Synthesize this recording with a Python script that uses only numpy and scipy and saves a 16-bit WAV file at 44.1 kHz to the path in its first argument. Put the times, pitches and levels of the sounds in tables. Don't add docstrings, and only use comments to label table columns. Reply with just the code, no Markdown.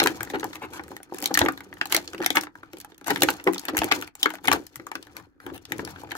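import sys
import numpy as np
from scipy import signal
from scipy.fft import rfft, irfft
from scipy.io import wavfile
from scipy.ndimage import uniform_filter1d

SR = 44100
rng = np.random.default_rng(int(sys.argv[2]) if len(sys.argv) > 2 else 0)


def voltage_ratio(level):
    return 10 ** (np.asarray(level, float) / 20)


def dump_mix(stems):
    frames = np.atleast_2d(stems).T
    limited = np.clip(frames, -1, 1)
    pcm = np.round(limited * 32767).astype(np.int16)
    wavfile.write(sys.argv[1], SR, pcm)


N = 272097

# start in seconds [s], knock level [dB].
POPS_LEGS = [(0.03, -10.5), (0.036, -37), (0.071, -26), (0.098, -19.5), (0.337, -15), (0.431, -19.5),
             (0.906, -26), (1.122, -20.5), (1.229, -22), (1.309, -31), (1.415, -12.5), (1.445, -16.5),
             (1.945, -20.5), (2.146, -23.5), (2.202, -17.5), (2.234, -32.5), (2.304, -20.5), (2.412, -33),
             (2.735, -31.5), (2.921, -37), (3.015, -34.5)]
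# start in seconds [s], knock level [dB].
POPS_BODY = [(3.231, -7), (3.468, -16.5), (3.545, -30), (3.684, -25.5), (3.735, -17), (3.822, -21),
             (3.843, -15.5), (3.975, -26.5), (4.259, -28), (4.482, -16), (4.534, -13.5), (4.796, -28),
             (4.953, -27), (5.465, -28), (5.72, -23.5), (5.791, -20.5), (5.873, -51), (5.89, -50)]
LEFT_LEAD_S = 0.00017
MIDDLE_HZ = 1400


def evened(x):
    return x / np.sqrt(np.mean(x ** 2) + 1e-20)


def read(points, hz):
    f, value = np.transpose(points)
    return np.interp(np.log(hz + 1), np.log(f + 1), value)


def add(mix, s, sound):
    part = mix[:, round(s * SR):][:, :sound.shape[1]]
    part += sound[:, :part.shape[1]]


def band(x, lo_hz, hi_hz):
    return signal.sosfilt(signal.butter(N=2, Wn=[lo_hz, hi_hz], btype="band", fs=SR, output="sos"), x)


def ports(db):
    return voltage_ratio(np.array([[db], [-db]]))


def hush():
    # frequency [Hz], level [dB per Hz].
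    tone = [(18, -25.5), (30, 10.5), (204, -6), (280, 11), (540, -28), (1590, -6.5), (2830, -43),
            (16000, -41)]
    white = rfft(rng.standard_normal((2, N)))
    shaped = white * voltage_ratio(read(tone, np.fft.rfftfreq(N, 1 / SR)))
    return voltage_ratio(-65.5) * evened(irfft(shaped, N))


def room(x):
    # frequency [Hz], decay time t60 [s].
    decay = [(200, 0.14), (2000, 0.12), (14000, 0.047)]
    taps = np.zeros((2, SR // 2))
    at = np.arange(200, SR // 2 - 20, 20) + rng.integers(0, 20, (2, 1))
    at = at + rng.integers(-9, 9, at.shape)
    np.put_along_axis(taps, at, rng.choice([-1., 1.], at.shape), 1)
    hz, t, z = signal.stft(taps, SR, nperseg=256)
    fade = voltage_ratio(-60 * t / read(decay, hz)[:, None])
    tail = signal.istft(z * fade, SR, nperseg=256)[1]
    return signal.fftconvolve(x, tail / np.linalg.norm(tail[0]), axes=1)[:, :N]


def spread(lo_hz, hi_hz, count=72):
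    return lo_hz * (hi_hz / lo_hz) ** ((np.arange(count) + rng.random(count)) / count)


def patch(hz, db, tear_s, top_hz, count=72):
    # frequency [Hz], decay time t60 [s].
    sheet_decay = [(600, 0.054), (1500, 0.021), (4000, 0.014), (9000, 0.011), (16000, 0.0028)]
    # frequency [Hz], level [dB].
    radiation = [(600, -6.5), (800, -3), (2000, -4), (6000, 14), (9500, 14.5), (12500, 20.5), (16000, 20)]
    luck = rng.random((5, count))
    t = np.arange(2200) / SR
    t60 = read(sheet_decay, hz) * (0.83 + 0.59 * luck[0])
    modes = np.exp((2j * np.pi * hz - np.log(1000) / t60)[:, None] * t)

    lag = np.minimum(hz / 4500, 1) * (luck[3] - .5) - hz * LEFT_LEAD_S * (.5 + luck[0, 0])
    turn = luck[2] + np.array([0 * hz, lag])
    port_db = 3.9 * np.outer([1, -1], luck[4] - .5)
    size = voltage_ratio(db + read(radiation, hz) + 6.1 * (luck[1] - .5) + port_db)
    ringing = ((size * np.exp(2j * np.pi * turn)) @ modes).imag

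    tear = rng.standard_normal(400) * np.exp(-(t[:400] / tear_s) ** 2)
    colour = rfft(tear)
    tear = irfft(colour / abs(colour) ** 0.45, len(tear))
    tear = tear * np.exp(-(t[:len(tear)] / tear_s) ** 2 / 2)
    out = signal.fftconvolve(ringing, tear[None], axes=1)
    out = band(out, 290, top_hz)
    return out / abs(out).max()


def dent(pitch_hz):
    # centre [Hz], width [octaves], level [dB].
    colouring = [(626, 0.13, -12.5), (876, 0.16, 3), (1052, 0.15, -4.5), (1750, 0.36, 4.5), (7700, 0.87, -5)]
    hz = spread(602.0, 7994)
    octaves = np.log2(hz / pitch_hz)
    colour_db = sum(db * np.exp(-(np.log2(hz / f) / wide) ** 2) for f, wide, db in colouring)
    slope_db = np.where(octaves > 0, 12.5, 8.0) * abs(octaves)
    return patch(hz, colour_db - slope_db, .001 + 1.2 / pitch_hz, min(3.5 * pitch_hz, SR / 2.2))


def crack():
    return patch(spread(5594, 15800), 0., 0.0016, SR / 2.2)


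def knock():
    # mode frequency [Hz], level [dB], decay time t60 [s].
    tray = [(186.9, -15.5, 0.35), (277, -28, 0.14), (290.8, -7.5, 0.32), (320.9, 1.5, 0.17),
            (356.7, 8.5, 0.062), (427, 3.5, 0.053), (492.6, -2, 0.089)]
    t = np.arange(6000) / SR
    hz, db, t60 = np.transpose(tray)[:, :, None]
    bend, place = rng.standard_normal((2, len(tray), 1))
    fade = voltage_ratio(db + 2.5 * place - 60 * t / t60)
    ring = (fade * np.sin(2 * np.pi * hz * (1 + 0.04 * bend) * t)).sum(0)
    ring = band(ring * (1 - np.exp(-t / 0.0012)), 170, 990)
    return ring / abs(ring).max() * ports(.8)


def sparks(per_s, spread_db):
    return voltage_ratio(spread_db * np.minimum(rng.exponential(1, N), 4)) * (rng.random(N) < per_s / SR)


def crackle(shapes, per_s, spread_db):
    out = 0
    for shape in shapes:
        train = sparks(per_s / len(shapes), spread_db)
        out = out + signal.oaconvolve(train[None], shape, axes=1)[:, :N]
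    return evened(out)


def stir(rows, column):
    strain_db, strain_s, settle_s = -15, 0.02, 0.024
    t = np.arange(0, N + 256, 256) / SR
    since = t - np.array([r[0] for r in rows])[:, None]
    before = voltage_ratio(strain_db) * np.exp(-abs(since) / strain_s)
    shape = np.where(since < 0, before, np.exp(-abs(since) / settle_s))
    power = voltage_ratio([r[column] for r in rows]) ** 2 @ shape
    return np.interp(np.arange(N) / SR, t, power)


def control(column, hand_db, unrest, unrest_db):
    # time in seconds [s], grip pressure [dB], finger slide [dB].
    grip = [(0, -45.5, -48), (.45, -55.5, -57.5), (.8, -51.5, -63), (1.3, -67, -53), (1.7, -55, -64.5),
            (2.3, -59.5, -65.5), (2.75, -63, -71), (3.3, -50, -48), (3.6, -72, -61), (3.947, -47, -42),
            (4.301, -78.5, -101.5), (4.751, -76, -69.5), (5.2, -55, -67), (5.5, -50, -62.5),
            (5.85, -47.5, -53.5), (6.15, -55.5, -60.5)]
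    # middle in seconds [s], length [s], depth [dB].
    pauses = [
        (1.06, 0.17, -8.5),
        (2.52, 0.08, -11.5),
        (2.996, 0.16, -12.5),
        (3.44, 0.06, -7.5),
        (4.131, 0.066, -21),
        (4.426, 0.021, -3),
        (5.354, 0.18, -21.5),
        (5.637, 0.12, -11.5),
    ]
    rows, t = np.array(grip), np.arange(N) / SR
    hands = voltage_ratio(hand_db + np.interp(t, rows[:, 0], rows[:, column]))
    still_db = sum(db * np.exp(-(2 * (t - s) / long_s) ** 4) for s, long_s, db in pauses)
    return np.sqrt(hands ** 2 + voltage_ratio(unrest_db) ** 2 * unrest) * voltage_ratio(still_db)


def handling():
    # time in seconds [s], level [dB].
    bumps = [
        (1.42, -24),
        (3.1, -30.5),
        (3.79, -29.5),
        (4.5, -27.5),
    ]
    dull = crackle([dent(hz) for hz in spread(750, 2600, count=8)], 900, 3.8)
    fine = crackle([crack() + 1.15 * dent(hz) for hz in spread(2600, 6900, count=16)], 1600, 3.2)
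    clumps = evened(uniform_filter1d(rng.standard_normal(N), size=900))
    fine = evened(fine * voltage_ratio(5.5 * clumps))
    creak = crackle([knock() for _ in range(6)], 90, 2.85)
    lumps = rng.standard_normal((3, N))
    thump = lumps[:2] * 0.32 + lumps[2]
    thump = evened(band(band(thump, 62, 208), 43, 210))

    bent, creased = stir(dents(), column=1), stir(dents(), column=3)
    popped = stir(POPS_LEGS + POPS_BODY, column=1)
    bumped = popped + voltage_ratio(43.5) * stir(bumps, column=1)
    rub = control(2, 5.5, bent, -37.5) * dull
    rub = rub + control(2, -0.18, creased, -25.0) * fine
    rub = rub + control(1, -1.7, bumped, -31.5) * thump
    return ports(1.3) * rub + control(1, 3.1, popped, -16.0) * creak


def rings(rows, t60, trim_db):
    out, t = np.zeros((2, N)), np.arange(6000) / SR
    late = t - np.array([[0], [LEFT_LEAD_S]])
    for s, db, hz in rows:
        pair = np.sin(2 * np.pi * hz * late) + 0.27 * np.sin(2 * np.pi * hz * 1.09 * late + 0.39)
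        fade = voltage_ratio(db + trim_db - 60 * t / t60) * (1 - np.exp(-t / 0.00089))
        add(out, s, ports(1.4) * fade * pair)
    return out


def thuds():
    # start in seconds [s], level [dB], pitch [Hz].
    heel = [
        (0.198, -34, 113),
        (1.413, -29.5, 112),
        (1.938, -37.5, 140),
        (3.111, -27.5, 166),
        (3.788, -33, 60),
        (4.768, -42, 134.4),
        (5.779, -35.5, 161),
    ]
    return band(rings(heel, .16, -1.8), 35, 170)


def panels():
    # start in seconds [s], level [dB], pitch [Hz].
    low = [(0.019, -20, 940), (0.059, -9, 980), (0.231, -24.5, 837), (0.43, -22, 870), (0.62, -21.5, 870),
           (1.123, -22, 807), (1.232, -23.5, 770), (1.315, -22, 750), (1.414, -6.5, 690), (1.458, -27, 730),
           (1.485, -15, 767), (1.812, -22.5, 1284), (1.855, -35, 860), (1.922, -27.5, 1190),
           (1.945, -17.5, 1350), (1.972, -16, 650), (2.204, -31, 845), (2.261, -16, 765),
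           (2.304, -19.5, 750), (2.375, -9.5, 940), (2.434, -29, 1134), (2.47, -29.5, 963),
           (2.554, -33.5, 984), (2.846, -28.5, 837), (3.081, -18, 956), (3.101, -19.5, 806),
           (3.159, -20, 940), (3.22, -10.5, 810), (3.286, -9.5, 884), (3.472, -11.5, 1113),
           (3.689, -22.5, 700), (3.767, -19, 810), (3.819, -21, 925), (3.915, -8, 1190),
           (4.243, -24.5, 860), (4.257, -13.5, 1140), (4.304, -28, 945), (4.338, -25, 670),
           (4.482, -10, 780), (4.517, -7.5, 1170), (4.868, -25, 1195), (4.916, -29, 1260),
           (6.118, -28.5, 767)]
    # start in seconds [s], level [dB], pitch [Hz].
    high = [(0.058, -23, 1450), (0.2075, -28, 1660), (0.4296, -19, 1730), (0.9662, -22, 1910),
            (1.2573, -11.5, 4420), (1.3493, -10, 4330), (1.3515, -2.5, 1870), (1.3743, 1.5, 1785),
            (1.484, -5.5, 1810), (1.7277, -19, 1810), (1.8128, -2.5, 1667), (1.925, -17, 1550),
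            (1.947, 2, 2100), (2.0762, -24, 4450), (2.2618, -5, 2100), (2.304, -17, 1590),
            (2.359, -23.5, 1750), (2.3695, 3, 2180), (2.5547, -24.5, 1620), (2.6315, -24, 1395),
            (3.1068, -17.5, 1420), (3.2224, -8.5, 1650), (3.2874, -20.5, 1720), (3.475, -25, 1364),
            (3.4735, -0.5, 2000), (3.5813, -16, 4320), (3.6855, -28.5, 2020), (3.7494, -29, 2080),
            (3.7674, -8.5, 1570), (3.8176, -31, 1480), (3.9125, -6, 2300), (4.213, -35.5, 3670),
            (4.2298, 2, 3150), (4.2564, -25, 1660), (4.4453, -26.5, 1400), (4.4802, 3, 2110),
            (4.5155, -20.5, 1730), (4.953, -19, 1420), (5.72, -16, 1967), (6.116, -17.5, 2270)]
    return rings(low, 0.031, -2.5) + rings(high, 0.015, -3.0)


def slips():
    # start in seconds [s], dent level [dB], patch pitch [Hz], crease tick level [dB].
    small_dents = [(0.2404, -32.5, 1380, -47), (0.2734, -28, 1360, -51), (0.3864, -35, 1470, -43),
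                   (0.4074, -26, 1530, -34), (0.5087, -35, 1490, -52), (0.7344, -27, 1820, -35),
                   (0.8804, -33.5, 1390, -41), (1.3484, -20, 1860, -15), (1.4074, -13, 1610, -28),
                   (1.4514, -20, 1310, -28), (1.5224, -33, 1740, -33.5), (2.0874, -33, 2150, -54),
                   (2.1804, -23.5, 2060, -43), (2.5854, -42, 1630, -60), (2.8124, -32, 3770, -32),
                   (2.9452, -40, 3260, -52.5), (3.0624, -37, 4080, -34), (3.0714, -35, 1320, -21.5),
                   (3.5264, -45, 3740, -33.5), (3.6364, -29, 1500, -49), (3.7344, -37, 1340, -46),
                   (3.8344, -14, 1980, -31), (3.9364, -34, 1664, -26), (4.1994, -37.5, 3410, -49),
                   (4.3844, -33, 1350, -60), (4.7424, -44, 1720, -59), (5.7004, -38, 1900, -55),
                   (5.891, -36, 1390, -44), (5.9938, -41, 1400, -53), (6.0904, -40, 1280, -54),
                   (1.139, -33, 4500, -43), (1.217, -27, 4050, -33), (1.234, -28, 3500, -24),
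                   (4.294, -31, 3510, -37), (4.442, -36, 3470, -37), (5.908, -46, 4490, -36),
                   (1.74, -39, 4000, -40), (1.785, -50, 4000, -50), (1.871, -33, 3500, -33),
                   (3.179, -39, 4480, -30.5)]
    out = np.zeros((2, N))
    for s, dent_db, pitch_hz, crack_db in small_dents:
        add(out, s - .0005, voltage_ratio(dent_db - 3.5) * dent(pitch_hz) + voltage_ratio(crack_db + 2.5) * crack())
    return out * ports(1.4)


def scrapes():
    # start in seconds [s], length [s], dent level [dB], patch pitch [Hz].
    slides = [(0, 0.01, -62.5, 1610), (0.33, 0.034, -30.5, 1060), (0.543, 0.029, -44, 1680),
              (0.608, 0.06, -39.5, 1280), (0.713, 0.082, -43, 1570), (1.304, 0.013, -32, 953),
              (1.344, 0.0068, -41, 2266), (1.403, .022, -29, 1190), (1.889, 0.089, -38.5, 1770),
              (2.341, 0.054, -27, 1505), (3.055, 0.049, -35, 1565), (3.093, 0.026, -25.5, 1220),
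              (3.459, 0.0355, -24, 875), (3.684, 0.018, -31, 1390), (4.436, 0.029, -37.5, 1583),
              (4.532, 0.045, -35, 1290), (5.138, .085, -51, 1260), (5.392, 0.079, -58.5, 1580),
              (5.446, 0.077, -49.5, 1060), (5.529, 0.045, -47.5, 1760)]
    out = np.zeros((2, N))
    for s, long_s, dent_db, pitch_hz in slides:
        octaves = np.log2(pitch_hz / MIDDLE_HZ)
        knock_db = dent_db - 2.5 - 14 * octaves
        crack_db = dent_db - 10.5 + 25 * octaves
        swell = signal.windows.tukey(round(long_s * SR), .6)
        long = len(swell)
        parts = [(dent_db, dent(pitch_hz * .8)), (dent_db, dent(pitch_hz * 1.3)),
                 (crack_db, crack()), (knock_db, knock())]
        for db, shape in parts:
            push = swell * rng.standard_normal(long) * (rng.random(long) < .03)
            run = signal.fftconvolve(shape, push[None], axes=1)
            add(out, s, voltage_ratio(db - 3.0) * run / np.sqrt(np.mean(run[:, :long] ** 2)))
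    return out * ports(1.2)


def dents():
    # start in seconds [s], dent level [dB], patch pitch [Hz], crease
    # tick level [dB].
    large_dents = [(.001, -6, 2560, -20.5), (.018, -13, 1190, -46.5), (.031, -21, 1790, -23.5),
                   (.038, -15.5, 2630, -19), (.06, -12.5, 1580, -22.5), (.072, -8.5, 2180, -18.5),
                   (.207, -20.5, 1620, -36.5), (.231, -26, 1840, -24), (.25, -38, 2210, -39),
                   (.301, -28, 1730, -33), (.347, -26.5, 1200, -59), (.397, -29.5, 3470, -39),
                   (.431, -23.5, 1420, -55.5), (.443, -23.5, 1090, -27), (.532, -29.5, 1710, -54),
                   (.556, -29.5, 2170, -36), (.795, -24.5, 1310, -52), (.837, -39, 2030, -43.5),
                   (.89, -62, 1150, -50), (.915, -33.5, 890, -51), (.966, -30.5, 1970, -34),
                   (1.002, -39, 830, -63), (1.031, -44, 2380, -35.5),
                   (1.123, -37, 745, -64), (1.145, -33, 1840, -35), (1.185, -32.5, 2210, -30),
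                 (1.203, -41, 2260, -34), (1.225, -23.5, 3060, -23.5), (1.241, -22, 2960, -24),
                 (1.258, -10.5, 2970, -17), (1.274, -27.5, 3900, -30.5), (1.342, -9.5, 6470, -19.5),
                 (1.355, -21.5, 2650, -34.5), (1.374, -9.5, 2110, -17), (1.391, -11.5, 2730, -12.5),
                 (1.416, -9, 1500, -43), (1.461, -14.5, 1500, -35.5), (1.486, -13, 1200, -30.5),
                 (1.576, -30.5, 1930, -41), (1.606, -29.5, 1860, -41.5), (1.728, -35, 1850, -61.5),
                 (1.77, -38, 1730, -72), (1.813, -14.5, 2130, -36), (1.856, -23, 1910, -28),
                 (1.924, -12, 2210, -11), (1.947, -8, 2320, -12), (1.965, -8.5, 3300, -14.5),
                 (1.975, -20.5, 1670, -41),
                   (2.077, -23, 3910, -42), (2.133, -28.5, 1720, -39), (2.147, -27.5, 1660, -42),
                  (2.204, -26, 1250, -47), (2.217, -23.5, 1600, -50), (2.225, -25.5, 1960, -37.5),
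                  (2.235, -23.5, 1520, -39), (2.245, -24, 1990, -34), (2.262, -10, 2870, -13),
                  (2.304, -12.5, 2520, -21), (2.357, -25, 2080, -19.5), (2.37, -8, 2100, -30.5),
                  (2.411, -26, 3100, -24.5), (2.435, -28.5, 1800, -33.5), (2.47, -31, 1410, -70),
                  (2.554, -37, 1440, -53.5), (2.633, -33, 1345, -57), (2.733, -35.5, 1840, -42),
                  (2.77, -36, 2140, -46), (2.785, -48, 2850, -42.5), (2.802, -35.5, 3550, -34.5),
                  (2.847, -34.5, 1630, -39), (2.92, -41.5, 2080, -65.5), (2.98, -44.5, 2490, -43.5),
                  (3.012, -39.5, 1440, -49), (3.044, -37.5, 1940, -42.5),
                   (3.081, -22.5, 1160, -21.5), (3.105, -15.5, 1670, -19), (3.16, -16, 2150, -31.5),
                (3.172, -27, 2360, -45), (3.207, -30.5, 3440, -30), (3.221, -7, 2930, -14),
                (3.233, -10, 1990, -9.5), (3.287, -6, 1770, -32.5), (3.304, -22, 3520, -17.5),
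                (3.399, -32, 1800, -65), (3.441, -40, 4590, -31.5), (3.474, -16, 1380, -36.5),
                (3.534, -28, 2050, -24.5), (3.545, -27, 3580, -31), (3.559, -28, 1660, -54),
                (3.581, -19.5, 4600, -33.5), (3.595, -28, 4770, -26), (3.653, -26.5, 1800, -28.5),
                (3.684, -18.5, 1880, -32.5), (3.748, -26, 1520, -65), (3.77, -15, 2050, -16.5),
                (3.779, -16, 1950, -19), (3.789, -13, 3400, -16.5), (3.818, -12.5, 1380, -37),
                (3.843, -21, 2190, -19), (3.915, -9, 1860, -27.5), (3.922, -6, 2150, -23),
                (3.989, -51, 1320, -47), (4.013, -32.5, 2600, -30), (4.024, -21.5, 1750, -32.5),
                   (4.045, -34, 2980, -49.5), (4.076, -33.5, 2160, -41), (4.153, -39, 2020, -35),
               (4.214, -46, 3250, -39.5), (4.23, -8, 3750, -19.5), (4.258, -7.5, 1400, -29),
               (4.304, -26, 1610, -29.5), (4.338, -30, 1030, -36.5), (4.354, -29.5, 1670, -38),
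               (4.455, -26, 2020, -25.5), (4.474, -17.5, 3270, -24), (4.483, -7, 1500, -21),
               (4.516, -7, 2110, -22.5), (4.527, -12, 3300, -28), (4.532, -12, 1470, -15),
               (4.667, -36, 3870, -38.5), (4.758, -33.5, 2010, -29.5), (4.765, -57, 2700, -39),
               (4.798, -33.5, 1670, -53.5), (4.868, -31.5, 1470, -35.5), (4.916, -24, 1720, -36.5),
               (4.954, -23.5, 1800, -33.5), (5.027, -35, 3300, -40.5), (5.069, -41, 1635, -49.5),
               (5.167, -28, 2260, -33),
                   (5.402, -38, 1790, -57), (5.465, -30.5, 1316, -37.5), (5.501, -36, 1420, -63),
                (5.578, -40, 2680, -42), (5.653, -32.5, 3500, -41), (5.721, -16, 1910, -26),
                (5.782, -40, 2540, -37.5), (5.794, -24, 1270, -59.5), (5.85, -29.5, 4250, -33),
                (5.875, -30, 1410, -42), (5.96, -33, 1430, -58.5), (6.035, -32, 840, -48),
                (6.109, -28.5, 2200, -53), (6.118, -21.5, 1740, -36), (6.152, -25.5, 1320, -41.5)]
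    return large_dents


def snaps():
    out = np.zeros((2, N))
    for s, dent_db, pitch_hz, crack_db in dents():
        snap = voltage_ratio(dent_db + 3.5) * dent(pitch_hz) + voltage_ratio(crack_db + 7.0) * crack()
        add(out, s - .0005, ports(1.4) * snap)
        knock_db = dent_db - 11.5 - 11 * np.log2(pitch_hz / MIDDLE_HZ)
        add(out, s, voltage_ratio(knock_db) * knock())
    for s, knock_db in POPS_LEGS + POPS_BODY:
        add(out, s, voltage_ratio(knock_db - 6.0) * knock())
    return out


def scene():
    # time in seconds [s], left minus right [dB].
    work_place = [(0.0, 2.5), (0.31, 3.0), (2.01, 1.5), (2.29, 3.5), (2.54, 1.5), (2.73, 3), (2.92, -1.5),
                  (3.06, 5), (3.2, 1), (4.33, 4), (5.741, 4.5), (6.17, 3)]
    rows = np.array(work_place)
    lean_db = np.interp(np.arange(N) / SR, rows[:, 0], rows[:, 1]) - 3
    lean = voltage_ratio(np.outer([.5, -.5], lean_db))
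    hits = lean * (snaps() + scrapes() + handling())
    small = lean * (slips() + panels() + thuds())
    return hits + voltage_ratio(-13.5) * room(hits) + small + voltage_ratio(-16.0) * room(small) + hush()


def band_limit(x):
    return signal.sosfilt(signal.butter(12, 16400, fs=SR, output="sos"), x)


def record(dry):
    held = np.clip(dry, -1, 1)
    below = signal.oaconvolve(held, signal.firwin(255, 15900, fs=SR)[None], "same")
    return band_limit(below + voltage_ratio(-16.0) * (held - below))


dry = scene()
out = record(dry)
dump_mix(out)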